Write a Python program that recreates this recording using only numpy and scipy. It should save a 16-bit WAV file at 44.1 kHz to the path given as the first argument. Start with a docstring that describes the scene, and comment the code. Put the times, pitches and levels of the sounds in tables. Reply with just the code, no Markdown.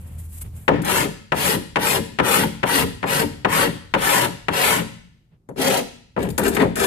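"""A steel hand scraper works along hardened glass tape inside a plywood boat hull in a workshop.
Nine times the blade is set down with a knock and a bounce, then drawn along the floor, where
stick-slip friction breaks off fine resin grains. One stroke on the side panel follows, then rough,
chipping ones close by. These forces excite the hull's resonances, and the workshop reverberates.
Beneath them lie a low rumble, faint handling sounds and, at first, a hum."""
import sys
import numpy as np
from scipy import signal
from scipy.fft import rfft, irfft
from scipy.io import wavfile
from scipy.ndimage import uniform_filter1d

SR = 44100
rng = np.random.default_rng(int(sys.argv[2]) if len(sys.argv) > 2 else 0)


def unload_audio(sound):
    """Save the sound as a 16-bit wav file, at the path given as the first command line argument."""
    columns = np.transpose(np.atleast_2d(sound))
    # keep every value between -1 and 1, then stretch to whole-number steps
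    steps = np.round(np.clip(columns, -1, 1) * 32767)
    wavfile.write(sys.argv[1], SR, steps.astype(np.int16))


N = 302526
TIME = np.arange(N) / SR
SIZE = 2 ** 15  # samples in an impulse response
HZ = np.maximum(np.arange(SIZE // 2 + 1) * SR / SIZE, 1)

# coherence of left and right: (f/Hz, coherence 0-1)
COHERENCE = [(60, 0.94), (150, 0.93), (300, 0.98), (650, 0.3), (1500, 0.02), (4000, .05), (15000, 0)]
# left minus right for contacts on the floor and close by: (f/Hz, level difference/dB)
FLOOR_PAN = [(70, 4), (200, 4.5), (550, 6), (750, 3.5), (1000, 5.5), (2500, 6.5), (5500, 1.5), (8200, 11.5),
             (10300, 0), (14000, 6)]
NEAR_PAN = [(70, 1.1), (200, 7.7), (700, 2.7), (1700, 9.5), (3000, 3.8), (5500, 2.2), (8000, 16.3),
            (10300, 3.4), (14000, 7.9)]


def from_db(db):
    """Amplitude ratio of a level in decibels."""
    return 10 ** (np.asarray(db) / 20)


def at_hz(points, hz=HZ):
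    """Linear interpolation on a log-frequency axis."""
    f, value = np.transpose(points)
    return np.interp(np.log(hz), np.log(f), value)


def drift(rate):
    """Random modulation: Gaussian values, rate per second, joined by straight lines."""
    knots = rng.standard_normal(8000)
    return np.interp(TIME * rate, np.arange(len(knots)), knots)


def wander(count, rate):
    """Fading of several sound paths: signed weights that drift at constant total power."""
    weights = np.array([drift(rate) for _ in range(count)])
    return weights / np.sqrt(np.sum(weights ** 2, axis=0))


def arch(start, length, peak=0.32):
    """Speed of one hand movement, 0-1: a quarter sine up from rest and another back down."""
    times = start + length * np.array([0, np.clip(peak, .1, .9), 1])
    return np.sin(np.pi / 2 * np.interp(TIME, times, [0, 1, 0]))


def through(x, response):
    """Convolution of a sound, over the time that it lasts, with a stereo impulse response."""
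    x, out = np.atleast_2d(x), np.zeros((2, N + response.shape[1]))
    first, last = np.flatnonzero(x[0])[[0, -1]]
    wet = signal.fftconvolve(x[:, first:last + 1], response, axes=1)
    out[:, first:first + wet.shape[1]] = wet
    return out[:, :N]


def causal(gain):
    """Minimum-phase filter of this gain, from the folded cepstrum: no response precedes its cause."""
    cepstrum = irfft(np.log(gain + 1e-7))
    cepstrum[..., 1:SIZE // 2] *= 2
    cepstrum[..., SIZE // 2 + 1:] = 0
    return np.exp(rfft(cepstrum))


def noise(spectrum):
    """Partly coherent stereo noise of a given spectrum; the mean of the channels has rms 1."""
    hz = np.maximum(np.arange(N // 2 + 1) * SR / N, 1)
    mid, side = rfft(rng.standard_normal((2, N))) * from_db(at_hz(spectrum, hz))
    alike = np.clip(at_hz(COHERENCE, hz), 0, 1)
    out = irfft(np.sqrt(1 + alike) * mid + np.sqrt(1 - alike) * side * [[1], [-1]], N)
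    return out / out.mean(axis=0).std()


def still_air():
    """Ambient noise: steady, faint and mostly bass."""
    spectrum = [(40, -6.5), (150, 3), (500, -18), (3000, -42), (15000, -46.5)]  # (f/Hz, level/dB)
    return from_db(-62) * noise(spectrum)


def rumble():
    """Structure-borne sound: the hull rumbles as weight shifts on it."""
    # envelope: (t/s, relative level/dB)
    envelope = [(0.0, -49), (0.44, -46), (0.48, -41.5), (0.74, -58), (3.63, -48), (3.88, -56), (3.95, -45),
                (4.18, -61), (4.22, -54), (4.81, -53.5), (5.5, -70.5), (5.6, -55), (6.11, -64), (6.53, -38),
                (6.59, -56), (6.86, -51)]
    # spectrum: (f/Hz, level/dB)
    spectrum = [(20, -19.5), (32, -21), (42, -1), (65, -7), (110, -5), (200, -18.5), (500, -38),
                (2000, -51)]
    return from_db(5 + np.interp(TIME, *np.transpose(envelope))) * noise(spectrum)


def hum(hz=80.7, rms_db=-35.5, hold_s=.57, fade_db_per_s=291):
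    """A low tone wavers in level and phase, then decays exponentially as the work starts."""
    db = rms_db + drift(11) - fade_db_per_s * np.maximum(TIME - hold_s, 0)
    return from_db(db) * np.sqrt(2) * np.sin(2 * np.pi * hz * TIME + 0.21 * drift(6.9))


def swells(moves):
    """Envelope of small movements whose amplitude is proportional to their speed."""
    return sum(from_db(db) * arch(start, length) for start, length, db in moves)


def rustle():
    """Friction noise in light, bright clumps as the hand reaches for its place."""
    # movements: (start t/s, duration/s, relative level/dB)
    moves = [(-0.05, 0.35, -55), (0.178, 0.1, -47.5), (0.26, 0.27, -47.5), (0.338, .045, -56),
             (0.41, 0.025, -42.5), (0.52, 0.2, -52.5)]
    # spectrum: (f/Hz, level/dB)
    spectrum = [(250, -13), (800, -13), (1500, -13.5), (2600, -12), (3500, -16), (5800, -18), (7500, -3.5),
                (11400, -1.5), (14200, -4), (15500, -45)]
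    clumps = from_db(3 * drift(70))
    return from_db(-2) * swells(moves) * clumps * noise(spectrum)


def handling():
    """Dull handling sounds: low noise, amplitude-modulated by the speed of each movement."""
    # movements: (start t/s, duration/s, relative level/dB)
    moves = [(-0.05, 0.39, -43.5), (0.432, 0.059, -39), (0.51, 0.19, -44), (5.305, 0.075, -55)]
    # spectrum: (f/Hz, level/dB)
    spectrum = [(70, -9), (120, 8), (180, 5.5), (300, -13), (500, -14), (1000, -21), (3000, -26),
                (15000, -75)]
    return from_db(1) * swells(moves) * noise(spectrum)


def reflections(decay):
    """Transfer function of a diffuse field: dense reflections decay exponentially, band by band."""
    t, out = np.arange(SIZE) / SR, 0
    build_up = np.sqrt(1 - np.exp(-t / 0.0013))  # the waves take a moment to spread
    centres = np.geomspace(40, 16000, 27)
    white = rfft(rng.standard_normal((2, SIZE)))
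    for k, hz in enumerate(centres):
        band = np.sqrt(np.interp(np.log(HZ), np.log(centres), np.arange(len(centres)) == k))
        left, other = irfft(white * band) * build_up * from_db(-60 * t / at_hz(decay, hz))
        alike = np.clip(at_hz(COHERENCE, hz), 0, 1)
        pair = np.array([left, alike * left + np.sqrt(1 - alike ** 2) * other])
        out = out + pair * np.sqrt(np.mean(band ** 2) / np.sum(pair ** 2, axis=1, keepdims=True))
    out = rfft(out)
    # even out the colour: finely in the bass, broadly in the treble
    fine, broad = (uniform_filter1d(abs(out) ** 2, size=width) for width in (40, 200))
    treble = np.clip(HZ / 3000, 0, 1) ** 2
    power = (1 - treble) * fine + treble * broad
    right_lag = np.exp(-2j * np.pi * HZ * np.array([[0], [.00036]]))
    return out * causal((power + 1e-9) ** -.5) * right_lag


def workshop(x):
    """Reverberation: the moving source excites the room along ever different paths."""
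    # reverberation time: (f/Hz, T60/s)
    decay = [(100, 0.82), (300, 0.45), (800, 0.49), (2000, 0.65), (5000, 0.67), (9000, 0.5), (14000, 0.29)]
    # spectral weighting of the reverberant sound: (f/Hz, level/dB)
    share = [(100, -7), (400, -13.5), (1200, -16), (4000, -10.5), (8000, -11.5), (14000, -15.5)]
    colour = causal(from_db(at_hz(share)))
    wall_delay = np.zeros((2, int(.014 * SR)))
    out = 0
    for weight in wander(count=4, rate=14):
        response = np.hstack([wall_delay, irfft(reflections(decay) * colour)])
        out = out + through(x * weight, response)
    return out * from_db([[0], [2.3]])  # stronger on the right


def hull(spectrum, pan, band=1):
    """Resonant filtering between the blade's edge and the listener, in stereo at unit power."""
    # resonances and a notch of hull and blade: (f/Hz, bandwidth/Hz, gain/dB)
    resonances = [(128, 80, 2.5), (180.7, 12, 2.5), (292.2, 33, 5), (390, 50, 2.5), (462.6, 56, 5),
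                  (547, 74, 5.5), (1010, 36, 1.5), (1117, 77, -4), (1320, 94, 4), (1752, 50, 3),
                  (1923, 480, 2.5), (2200, 250, 0), (2800, 1100, 2.5), (3460, 34, 2.5), (10620, 1200, 5)]
    lift_db = sum(db / (1 + (2 * (HZ - hz) / width) ** 2) for hz, width, db in resonances)
    pan_db = at_hz(pan) * np.array([[.5], [-.5]])
    left, right = gain = band * from_db(at_hz(spectrum) + lift_db + pan_db)
    alike = np.clip(at_hz(COHERENCE), 0, 1)
    mid_power = (left ** 2 + right ** 2 + 2 * alike * left * right) / 4
    return causal(gain / np.sqrt(mid_power.mean()))


def touches(bounce_hardness=0.61, settle_s=0.022, settle_db=-8, settle_hz=340):
    """Inelastic impact: a first touch, a duller bounce and a thud as the hand's weight settles."""
    # blade meets wood: (t/s, level/dB, corner f/Hz, bounce delay/s, bounce level re first touch/dB)
    impacts = [(0.6796, -14, 2200, .008, -1), (0.716, -14.5, 380, .02, -12),
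               (1.3197, -17.5, 2220, .008, -3), (1.758, -19, 3100, .0095, 1.5),
               (2.1871, -19.5, 2800, .011, 5), (2.6304, -22.5, 2700, .005, 5.5),
               (3.0283, -25, 2000, .011, 5), (3.4471, -18, 2320, .004, 2), (3.9384, -16.5, 2880, .009, 0),
               (4.4834, -18, 2500, .01, -17), (5.489, -32.5, 500, .012, -5.5), (5.56, -33.5, 420, .021, 6),
               (6.164, -25, 980, .011, 6.5), (6.25, -30, 420, .012, -3), (6.286, -24.5, 166, .015, -11),
               (6.381, -22.5, 1600, 0.014, -3.5), (6.5662, -21.5, 2570, .008, -9),
               (6.604, -23.5, 1900, .008, -2), (6.629, -18.5, 805, .02, -2), (6.654, -25, 300, .022, -3)]
    for s, db, corner_hz, bounce_s, bounce_db in impacts:
        yield s, db, corner_hz
        yield s + bounce_s, db + bounce_db, corner_hz * bounce_hardness
        yield s + settle_s, db + settle_db, min(corner_hz, settle_hz)


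def knocks(spots, span_s=0.02):
    """Impulse response of the plywood: the softer the contact, the lower its low-pass corner."""
    # spectrum of a knock: (f/Hz, level/dB)
    spectrum = [(40, -20.5), (90, -7.5), (180, 0), (300, -3.5), (550, -2), (700, -2.5), (950, 4),
                (1200, -2.5), (1900, -3.5), (2700, -5), (5000, -13), (9000, -13), (15000, -13.5)]
    out = np.zeros((2, N + SIZE))
    for k, (s, db, corner_hz) in enumerate(touches()):
        contact = 1 / np.sqrt(1 + (HZ / corner_hz) ** 4)
        ring = irfft(spots[k % len(spots)] * hull(spectrum, FLOOR_PAN, contact))
        start = int(s * SR)
        out[:, start:start + SIZE] += from_db(db) * np.sqrt(span_s * SR) * ring  # db: rms over span_s
    return out[:, :N]


def fractures(per_s, spread_db):
    """Poisson process: resin grains break at random moments with uneven sizes; rms 1."""
    sizes = from_db(spread_db * np.minimum(rng.exponential(1, N), 4)) * rng.choice([-1, 1], N)
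    clicks = sizes * (rng.random(N) < per_s / SR)
    return clicks / clicks.std()


def chips(paths, t60=0.0062):
    """Brittle fracture: each flake snaps off under the edge in a short, bright shower of cracks."""
    # flakes: (t/s, relative peak level/dB)
    flakes = [(0.818, -22.5), (0.847, -15.5), (5.4879, -39), (6.2267, -19.5), (6.2504, -39),
              (6.2874, -22.5), (6.302, -19.5), (6.3785, -10), (6.3905, -12), (6.4343, -9.5), (6.444, -20),
              (6.461, -18), (6.479, -10), (6.4878, -13), (6.547, -16.5), (6.5665, -28), (6.5974, -29),
              (6.7557, -16.5), (6.7702, -20), (6.777, -25), (6.796, -12)]
    # spectrum of a crack: (f/Hz, level/dB)
    spectrum = [(800, -20), (2500, 0.5), (5500, -6.5), (7500, -1), (11000, 0.5), (15000, -4)]
    shower = sum(from_db(db - 60 * np.abs(TIME - s) / t60) * (TIME >= s) for s, db in flakes)
    cracks = from_db(-0.5) * shower * fractures(per_s=8500, spread_db=3)
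    return through(cracks, irfft(paths * hull(spectrum, NEAR_PAN)))


def stroke_levels(strokes, judder_power, rasp_power, hiss_power, judder_growth_db):
    """Power laws: the amplitudes of judder, rasp and hiss each follow a power of the blade's speed."""
    steadiness = 0.6  # the arm holds its pace: more flattens the swell
    ease_at, ease_db, ease_s = 0.87, -5.5, 0.018  # the hand eases off from this share of the stroke on
    judder, rasp, hiss = np.zeros((3, N))
    for start, length, peak, db, hiss_db, judder_db in strokes:
        speed = np.tanh(steadiness * arch(start, length, peak)) / np.tanh(steadiness)
        progress = np.clip((TIME - start) / length, 0, 1)
        cut_db = db + ease_db * np.clip((progress - ease_at) * length / ease_s, 0, 1)
        judder += from_db(db + judder_db + judder_growth_db * progress ** 2) * speed ** judder_power
        rasp += from_db(cut_db) * speed ** rasp_power
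        hiss += from_db(cut_db + hiss_db) * speed ** hiss_power
    return judder, rasp, hiss


def scrape(spots, levels, spectrum, pan, grains, catch_db, catch_rate, grit_db,
           judder_db, rasp_db, hiss_db):
    """Stick-slip on the weave: breaking grains shake the panel (judder, rasp) and hiss at the blade."""
    force = grains * from_db(catch_db * drift(catch_rate))
    force = force / force.std()
    weights = wander(count=len(spots), rate=12)  # paths through the hull change as the blade travels
    low = 1 / (1 + (HZ / 400) ** 6)
    high = 1 / (1 + (4000 / HZ) ** 8)
    judder, rasp, hiss = levels
    hiss = hiss * from_db(grit_db * drift(140))  # a quick, random flicker in level sounds gritty
    out = np.zeros((2, N))
    for level, band in [(from_db(judder_db) * judder, low),
                        (from_db(rasp_db) * rasp, (1 - low) * (1 - high)),
                        (from_db(hiss_db) * hiss, high)]:
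        colour = hull(spectrum, pan, np.sqrt(band))
        for paths, share in zip(spots, weights):
            out += through(force * level * share, irfft(paths * colour))
    return out


def side_scraping(spots):
    """Forced vibration of the side panel: one stroke of dense grains, its judder dying down."""
    # stroke: (start t/s, duration/s, fastest at share, rasp level/dB, hiss and judder re rasp/dB)
    strokes = [(5.556, 0.27, 0.56, -20, -6.5, 0.0048)]
    # spectrum of the contact: (f/Hz, level/dB)
    spectrum = [(29, -58), (50, -28), (256, 1.5), (341, -10), (394, -1), (551, -7.5), (622, -9), (829, -3),
                (1080, -16.5), (1790, -16.5), (5520, -24), (10800, -26), (14400, -26.5), (15500, -70)]
    # left minus right: (f/Hz, level difference/dB)
    pan = [(70, 1.1), (230, 7.4), (450, 4.6), (750, 1.6), (1100, 4.4), (2400, 4.2), (4000, 0.5),
           (8000, 8.5), (10300, 1), (14000, 5)]
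    levels = stroke_levels(strokes, judder_power=0.096, rasp_power=1.2, hiss_power=1.13,
                           judder_growth_db=-12.5)
    return scrape(spots, levels, spectrum, pan, fractures(per_s=15000, spread_db=3),
                  catch_db=2.5, catch_rate=180, grit_db=3.7, judder_db=-2, rasp_db=2.5, hiss_db=-1.4)


def near_scraping(spots):
    """Impulsive excitation close by: sparser, more uneven fractures make short strokes rough."""
    # strokes: (start t/s, duration/s, fastest at share, rasp level/dB, hiss and judder re rasp/dB)
    strokes = [(6.172, 0.11, 0.6, -30, -15, 7), (6.377, 0.054, 0.34, -23.5, -13, 3.5),
               (6.425, 0.078, 0.28, -23.5, -9, 1.5), (6.497, 0.078, 0.77, -30.5, -6, 3),
               (6.565, 0.082, 0.49, -18.5, -18.5, 1.5), (6.752, .17, 0.58, -18, -4, -0.5)]
    # spectrum of the contact: (f/Hz, level/dB)
    spectrum = [(29, -54), (50, -10.5), (134, -22), (201, 0), (349, -7), (394, 1), (525, -7.5), (1030, -9),
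                (1110, -11.5), (1700, -14.5), (5260, -32.5), (10800, -32.5), (14400, -37), (15500, -65)]
    levels = stroke_levels(strokes, judder_power=0.47, rasp_power=0.66, hiss_power=0.9,
                           judder_growth_db=-2)
    return scrape(spots, levels, spectrum, NEAR_PAN, fractures(per_s=3000, spread_db=5),
                  catch_db=2, catch_rate=120, grit_db=1, judder_db=3, rasp_db=1.3, hiss_db=-3)


def floor_scraping(spots):
    """Forced vibration of the floor: a light drag, then nine strokes, the judder growing in each."""
    # strokes: (start t/s, duration/s, fastest at share, rasp level/dB, hiss and judder re rasp/dB)
    strokes = [(0.725, .095, 0.14, -30.5, -29, 3.5), (0.826, 0.25, 0.51, -19, -5.5, -7),
               (1.33, 0.25, 0.58, -20.5, -2, -7.5), (1.776, 0.22, 0.59, -18.5, -3, -9),
               (2.218, 0.25, 0.48, -16.5, -5, -9.5), (2.645, 0.21, 0.56, -18.5, -4, -8.5),
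               (3.048, 0.2, 0.63, -18.5, -5.5, -8.5), (3.472, 0.22, 0.53, -16.5, -7.5, -10.5),
               (3.96, 0.33, 0.55, -17, -5.5, -13), (4.5, 0.33, 0.48, -17, -5.5, -13.5)]
    # spectrum of the contact: (f/Hz, level/dB)
    spectrum = [(29, -37.5), (50, -18.5), (183, -1.5), (325, -9.5), (455, -3), (489, -10.5), (551, -2.5),
                (668, -9), (935, 1), (1160, -7.5), (1880, -8.5), (5660, -22.5), (10600, -20),
                (14400, -21.5), (15500, -59.5)]
    levels = stroke_levels(strokes, judder_power=0.38, rasp_power=0.76, hiss_power=1.47,
                           judder_growth_db=13)
    return scrape(spots, levels, spectrum, FLOOR_PAN, fractures(per_s=4500, spread_db=3),
                  catch_db=0.9, catch_rate=150, grit_db=0, judder_db=-2.5, rasp_db=-2, hiss_db=-1.5)


def scene():
    """Superposition of the work in the hull, its reverberation in the room and the background."""
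    # decay time of the hull: (f/Hz, T60/s)
    hull_decay = [(100, 0.27), (250, 0.15), (600, 0.13), (1500, 0.053), (4000, 0.024), (12000, 0.062)]
    spots = [reflections(hull_decay) for _ in range(5)]  # paths from five points of contact
    scraping = floor_scraping(spots) + side_scraping(spots) + near_scraping(spots)
    work = scraping + knocks(spots) + chips(spots[0])
    return work + workshop(work) + rumble() + hum() + rustle() + handling() + still_air()


def record(dry):
    """Soft saturation rounds the highest peaks; an elliptic low-pass cuts the top steeply."""
    ceiling, cutoff_hz = .95, 14750
    rounded = dry / (1 + (dry / ceiling) ** 6) ** (1 / 6)
    return signal.sosfilt(signal.ellip(12, .1, 90, cutoff_hz, fs=SR, output="sos"), rounded)


dry = scene()
out = record(dry)
unload_audio(out)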